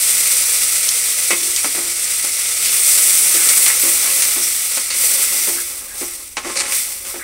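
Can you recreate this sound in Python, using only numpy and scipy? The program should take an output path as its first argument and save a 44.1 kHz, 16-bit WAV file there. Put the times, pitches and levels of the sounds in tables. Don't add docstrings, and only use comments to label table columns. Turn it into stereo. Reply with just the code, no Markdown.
import sys
import numpy as np
from scipy import signal
from scipy.fft import rfft, irfft
from scipy.io import wavfile

SR = 44100
rng = np.random.default_rng(int(sys.argv[2]) if len(sys.argv) > 2 else 0)


def digitize_waveform(pressure):
    field = np.atleast_2d(pressure).T
    bounded = np.clip(field, -1, 1)
    quanta = np.round(bounded * 32767).astype(np.int16)
    wavfile.write(sys.argv[1], SR, quanta)


N = 318843
TAPS = 4096
TIME = np.arange(N) / SR
HZ = np.fft.rfftfreq(TAPS, 1 / SR)

# f/Hz, level/dB
CLATTER_SPECTRUM = [(30, -36), (150, -17), (280, 0), (500, -5.5), (850, -5.5), (1300, -4.5), (1650, -2),
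                    (2200, 3), (3300, -2.5), (6000, 0.5), (9000, 6), (11500, -11), (15700, -36)]
# f/Hz, mean level/dB, t60/s before stretch
WALL_MODES = [(547, -4, .3), (830, -6, .3), (1072, -5, .4), (1203, -6, .35), (1322, -5, .22),
              (1640, -10, .3), (1990, -1, .15), (2140, -2, .16), (2300, -4, .2), (2570, 0, .25),
              (2940, -7, .25), (4463, -7, .35)]


def amp(db):
    return 10 ** (np.asarray(db) / 20)


def unit(x):
    return x / np.sqrt(np.mean(x ** 2) + 1e-20)


def read(points, hz):
    f, db = np.transpose(points)
    return np.interp(np.log(hz + 1), np.log(f), db)


def add(mix, start_s, sound):
    part = mix[max(round(start_s * SR), 0):][:len(sound)]
    part += sound[:len(part)]


def colour(x, db):
    cepstrum = irfft(np.log(amp(np.maximum(db, -100))))
    cepstrum[1:TAPS // 2] *= 2
    cepstrum[TAPS // 2 + 1:] = 0
    impulse = irfft(np.exp(rfft(cepstrum)))
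    return signal.oaconvolve(x, impulse)[:len(x)]


def shaped(x, db):
    return colour(x, db) / np.sqrt(np.mean(amp(db) ** 2))


def drift(rate_hz):
    f = np.fft.rfftfreq(N, 1 / SR)
    band = np.exp(-(f / rate_hz) ** 2) * (f > rate_hz / 8)
    return unit(irfft(rfft(rng.standard_normal(N)) * band, N))


def bursts(per_s, spread_db, cap=2.4):
    size = amp(spread_db * np.minimum(rng.exponential(1, N), cap))
    sign = rng.choice([-1, 1], N)
    fires = rng.random(N) < per_s / SR
    return unit(size * sign * fires)


def scatter(clicks, t60_s, wet_db):
    keep = 1e-6 ** (1 / (t60_s * SR))
    energy = signal.lfilter([1 - keep], [1, -keep], clicks ** 2)
    wash = np.sqrt(energy) * rng.standard_normal(N)
    return unit(clicks + amp(wet_db) * wash)


def echoes(x, t60_s, wet_db, gap_s):
    t = np.arange(SR // 2) / SR
    tail = rng.standard_normal(len(t)) * amp(-60 * t / t60_s) * (t > gap_s)
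    wet = signal.oaconvolve(x, tail / np.linalg.norm(tail))[:len(x)]
    return (x + amp(wet_db) * wet) / np.hypot(1, amp(wet_db))


def pot_air():
    # f/Hz, full width at half lift/Hz, lift/dB before the caller's scaling
    air_modes = [(199, 20, 15.5), (484, 96, 10), (649, 84, 6), (1314, 200, 8), (2070, 130, -0.5),
                 (2200, 330, 0), (3500, 33, 7.5), (5880, 720, 5)]
    return sum(db / (1 + (2 * (HZ - hz) / width_hz) ** 2) for hz, width_hz, db in air_modes)


def wall_colour(lift_db, width_hz):
    return sum(lift_db / (1 + (2 * (HZ - hz) / width_hz) ** 2) for hz, _, _ in WALL_MODES)


def ring(modes, t, lowpass_hz, stretch):
    hz, db, t60_s = np.transpose(modes)[:, :, None]
    size = amp(db + rng.standard_normal(hz.shape)) / np.hypot(1, (hz / lowpass_hz) ** 2)
    decay = np.exp(-np.log(1000) * t / (t60_s * stretch))
    tone = np.sin(2 * np.pi * (hz * t + rng.random(hz.shape)))
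    return (size * decay * tone).sum(0)


def clank(t, edge_hz, ring_db, stretch, decay_s, snap_db):
    snap = amp(snap_db) * np.exp(-t / .0015)
    dying = snap + np.exp(-t / decay_s) + .08 * np.exp(-t / .04)
    bass_hz = 1350 * (edge_hz / 9000) ** 3
    thin = -10 * np.log10(1 + (bass_hz / (HZ + 1)) ** 2)
    dull = -10 * np.log10(1 + (HZ / edge_hz) ** 3)
    shape = read(CLATTER_SPECTRUM, HZ) + 0.52 * pot_air() + thin + dull
    clatter = shaped(rng.standard_normal(len(t)) * dying, shape)
    return clatter + amp(ring_db) * colour(ring(WALL_MODES, t, edge_hz, stretch), thin)


def kitchen(burner_db=-49):
    # f/Hz, relative level/dB
    rush = [(15, -2), (30, 7.5), (70, 1.5), (100, -1), (145, -16), (220, -4), (400, -9), (900, -13),
            (3000, -18)]
    # f/Hz, rms level/dB
    hum_tones = [(49.5, -57), (81.5, -59.5)]
    flame = amp(burner_db) * unit(colour(rng.standard_normal(N), read(rush, HZ)))
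    hum = np.zeros(N)
    for hz, db in hum_tones:
        phase = 2 * np.pi * hz * TIME + 0.42 * drift(3)
        hum += amp(db) * np.sqrt(2) * np.sin(phase)
    return flame + hum


def landings(boom_db=-1.0, thud_db=-2.1, thud_decay_s=0.028, clank_db=-2.0):
    # t/s, relative level/dB
    touchdowns = [(1.308, -26.5), (1.748, -30.5), (1.777, -34), (1.841, -38), (2.245, -40), (3.341, -32),
                  (3.833, -28), (4.36, -30.5), (5.474, -29), (5.549, -37.5), (6.012, -30), (6.447, -28.5),
                  (7.141, -32)]
    # f/Hz, mean level/dB, t60/s before stretch
    boom_modes = [(283, -5, .14), (346, -1, .48), (420, -10, .16)]
    # f/Hz, relative level/dB
    thud_spectrum = [(40, -57), (150, -18), (250, -3.5), (420, -1.5), (540, -7), (900, -10.5), (2500, -29)]
    settle_s, settle_db = .017, -3
    out, t = np.zeros(N), np.arange(SR // 2) / SR
    onset = 1 - np.exp(-t / .002)
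    for s, db in touchdowns:
        boom = ring(boom_modes, t, lowpass_hz=1600, stretch=0.98) * onset
        add(out, s, amp(db + boom_db) * boom)
        for delay_s, drop_db in [(0, 0), (settle_s, settle_db)]:
            noise = rng.standard_normal(len(t)) * np.exp(-t / thud_decay_s)
            thud = amp(thud_db) * shaped(noise, read(thud_spectrum, HZ))
            metal = clank(t, edge_hz=1950, ring_db=-8.5, stretch=1.1, decay_s=.021, snap_db=3)
            add(out, s + delay_s, amp(db + drop_db) * (thud + amp(clank_db) * metal))
    return out


def knocks(wall_db=-3):
    # t/s, relative level/dB, hardness as upper edge f/Hz, wall ring/dB before wall_db
    blows = [(1.306, -18, 5200, -1.5), (1.332, -27.5, 3400, -13), (1.645, -22.5, 1950, -10),
             (1.777, -29.5, 1400, -10), (2.242, -33.5, 1800, 2), (3.489, -14, 11800, -15),
             (3.663, -15.5, 9050, -6), (4.221, -15.5, 11000, -13), (4.772, -26, 2800, 1),
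             (4.903, -24.5, 9000, -4), (6.369, -20.5, 3530, -2), (6.496, -31.5, 2900, 3.5),
             (6.722, -22.5, 8000, -6)]
    rebound_s, rebound_db = .007, -5.5
    out, t = np.zeros(N), np.arange(SR // 2) / SR
    for s, db, edge_hz, ring_db in blows:
        for delay_s, drop_db in [(0, 0), (rebound_s, rebound_db)]:
            blow = clank(t, edge_hz, ring_db + wall_db, stretch=0.32, decay_s=0.022, snap_db=3.5)
            add(out, s + delay_s, amp(db + drop_db) * blow)
    return out


def scrapes(level_db=0):
    # t/s, length/s, level/dB, centre f/Hz, half-width/octaves
    slides = [(1.297, 0.038, -19, 2200, 0.21), (1.352, 0.21, -40, 350, 0.19), (1.56, .05, -22, 6000, 1.7),
              (2.631, 0.074, -20.5, 4040, 0.58), (3.32, 0.21, -28.5, 1670, 0.6),
              (3.67, 0.072, -23.5, 1680, 0.67), (3.993, 0.15, -27.5, 1300, 1.7),
              (4.414, .046, -23, 5670, .09), (4.9, 0.082, -25.5, 3300, 0.84),
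              (4.901, .02, -23.5, 4250, .15), (5.193, .28, -36.5, 2020, 0.073),
              (5.566, .043, -31.5, 1560, 0.22), (5.874, 0.095, -42.5, 1700, 0.22),
              (6.418, 0.12, -30, 1000, 1.6), (6.552, 0.077, -18, 5400, 1.45), (6.563, 0.05, -25, 4280, .3),
              (6.561, .19, -27, 1750, 1.64), (7.045, 0.048, -30, 1800, 2.6), (7.19, .05, -31.5, 1620, 0.31)]
    out = np.zeros(N)
    slips = scatter(bursts(per_s=750, spread_db=3), t60_s=0.036, wet_db=1)
    pot = wall_colour(lift_db=8.5, width_hz=24) + .5 * pot_air() + read(CLATTER_SPECTRUM, HZ)
    for s, length_s, db, hz, octaves in slides:
        u = (TIME - s) / length_s
        inside = (u > 0) & (u < 1)
        press = np.sqrt(np.sin(np.pi * u[inside]))
        slide = np.pad(unit(slips[inside]) * press, (0, TAPS))
        shape = pot - 3 * (np.log2((HZ + 1) / hz) / octaves) ** 2
        add(out, s, amp(db + level_db) * shaped(slide, shape))
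    return out


def churn(level_db=-2, lumpy_db=2.0, arch=0.62):
    # start t/s, length/s, level/dB before level_db
    sweeps = [(2.45, 1, -44), (3.22, 0.78, -38), (3.85, 0.65, -38), (4.848, .7, -39.5), (5.447, 0.85, -44),
              (6.4, 0.34, -33.5), (6.8, 0.65, -41.5)]
    # f/Hz, relative level/dB
    paste = [(80, -16), (140, -23), (195, -1.5), (280, -1.5), (420, 2), (560, -2.5), (850, -6), (1300, -4),
             (1900, -8.5), (3000, -20), (8000, -51)]
    lumps = scatter(bursts(per_s=400, spread_db=5.5), t60_s=0.056, wet_db=-0.5)
    body = unit(colour(lumps, read(paste, HZ) + wall_colour(lift_db=12, width_hz=25)))
    drag = np.zeros(N)
    for s, length_s, db in sweeps:
        u = np.arange(0, 1, 1 / (length_s * SR))
        add(drag, s, amp(db) * np.sin(np.pi * u).clip(0) ** arch)
    return body * drag * amp(level_db + lumpy_db * drift(15))


def spits(decay_s=0.0036, spread_oct2=0.27, level_db=-6):
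    # t/s, relative peak/dB, f/Hz
    pops = [(0.889, -1, 6000), (1.562, -2.5, 6250), (2.043, -11, 6050), (2.487, -13, 4460),
            (3.536, -13, 2570), (5.239, -16, 2400), (5.745, -34, 5000), (5.876, -33, 3020),
            (6.207, -32, 4500)]
    out, t = np.zeros(N), np.arange(TAPS) / SR
    for s, db, hz in pops:
        shape = pot_air() - 3 * np.log2((HZ + 1) / hz) ** 2 / spread_oct2
        pop = colour(rng.standard_normal(TAPS) * np.exp(-t / decay_s), shape)
        add(out, s, amp(db + level_db) * 2 * pop / abs(pop).max())
    return echoes(out, t60_s=0.16, wet_db=-14, gap_s=0.0022)


def frying():
    # peak t/s, level/dB, cooling/(dB/s) (negative: swells), fine spray/dB
    flares = [(0, -15.5, 3.0, -1.5), (2.05, -20.5, -1.5, -3), (2.68, -17, -2, 0), (2.86, -13, 2.5, -1),
              (3.55, -13, 0, -1), (3.65, -12.5, 58, -1), (3.82, -14, 15, 0.5), (4.14, -16.5, 8.4, 0.5),
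              (4.76, -19, 37, -3), (5.0, -16, 9.5, 1.7), (5.45, -18.5, 35.5, 1.5), (6.0, -25.5, 38.5, 0.5),
              (6.48, -28, 3, -8), (6.74, -18.3, 52, 1.7), (7.1, -27.5, 66, 1)]
    rise_s, spray_fade_db_per_s = 0.079, 0.8
    level, spray = np.full(N, flares[0][1], float), np.zeros(N)
    for s, db, cooling_db_per_s, spray_db in flares:
        share = np.clip(1 + (TIME - s) / rise_s, 0, 1)
        age_s = np.maximum(TIME - s, 0)
        level = level + share * (db - cooling_db_per_s * age_s - level)
        spray = spray + share * (spray_db - spray_fade_db_per_s * age_s - spray)
    return level, spray


def spatter(level_db=-18.0, centre_hz=4500, octaves=1.2):
    drops = scatter(bursts(per_s=30, spread_db=4), t60_s=0.034, wet_db=6)
    shape = pot_air() - 3 * (np.log2((HZ + 1) / centre_hz) / octaves) ** 2
    return unit(colour(drops, shape)) * amp(frying()[0] + level_db)


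def sizzle(coarse_db=0.66, main_db=0, fine_db=0, surge_db=0.75, patch_db=0.07, low_hz=6800, high_hz=11000):
    # f/Hz, relative level/dB
    bubble = [(90, -33), (150, -42.5), (220, -27.5), (950, -24.5), (1750, -18.5), (2050, -6.5), (3100, -14),
              (5000, -9), (6700, -10), (8200, 0.5), (9100, -0.5), (10200, -4), (12000, -8), (15700, -9.5)]
    fierce_db, coarse_loss = -17.5, 0.62
    heat, spray = frying()
    level = heat + surge_db * drift(33)
    low = 1 / (1 + (HZ / low_hz) ** 12)
    high = 1 / (1 + (HZ / high_hz) ** 12)
    shape = read(bubble, HZ) + pot_air()
    shape = shape - 10 * np.log10(np.mean(amp(shape) ** 2 * (high - low)))
    coarse = coarse_db - coarse_loss * np.maximum(heat - fierce_db, 0)
    sizes = [(low, coarse), (high - low, main_db), (1 - high, fine_db + spray)]
    clicks = scatter(bursts(per_s=5000, spread_db=2.0), t60_s=0.067, wet_db=2.5)
    fry = colour(clicks, shape)
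    out = np.zeros(N)
    for share, db in sizes:
        kernel = np.fft.fftshift(irfft(share))[1:]
        band = signal.oaconvolve(fry, kernel, "same")
        out += band * amp(level + db + patch_db * drift(100))
    return out


def scene():
    pot = sizzle() + churn() + spatter() + spits() + knocks() + landings() + scrapes()
    mono = echoes(pot, t60_s=.14, wet_db=-13, gap_s=.003) + kitchen()
    return np.array([mono, mono])


def record(dry):
    clipped = np.clip(dry, -.92, .92)
    lowpass = signal.firwin(1023, 15780, window=("kaiser", 9), fs=SR)
    return signal.oaconvolve(clipped, lowpass[None], "same")


dry = scene()
out = record(dry)
digitize_waveform(out)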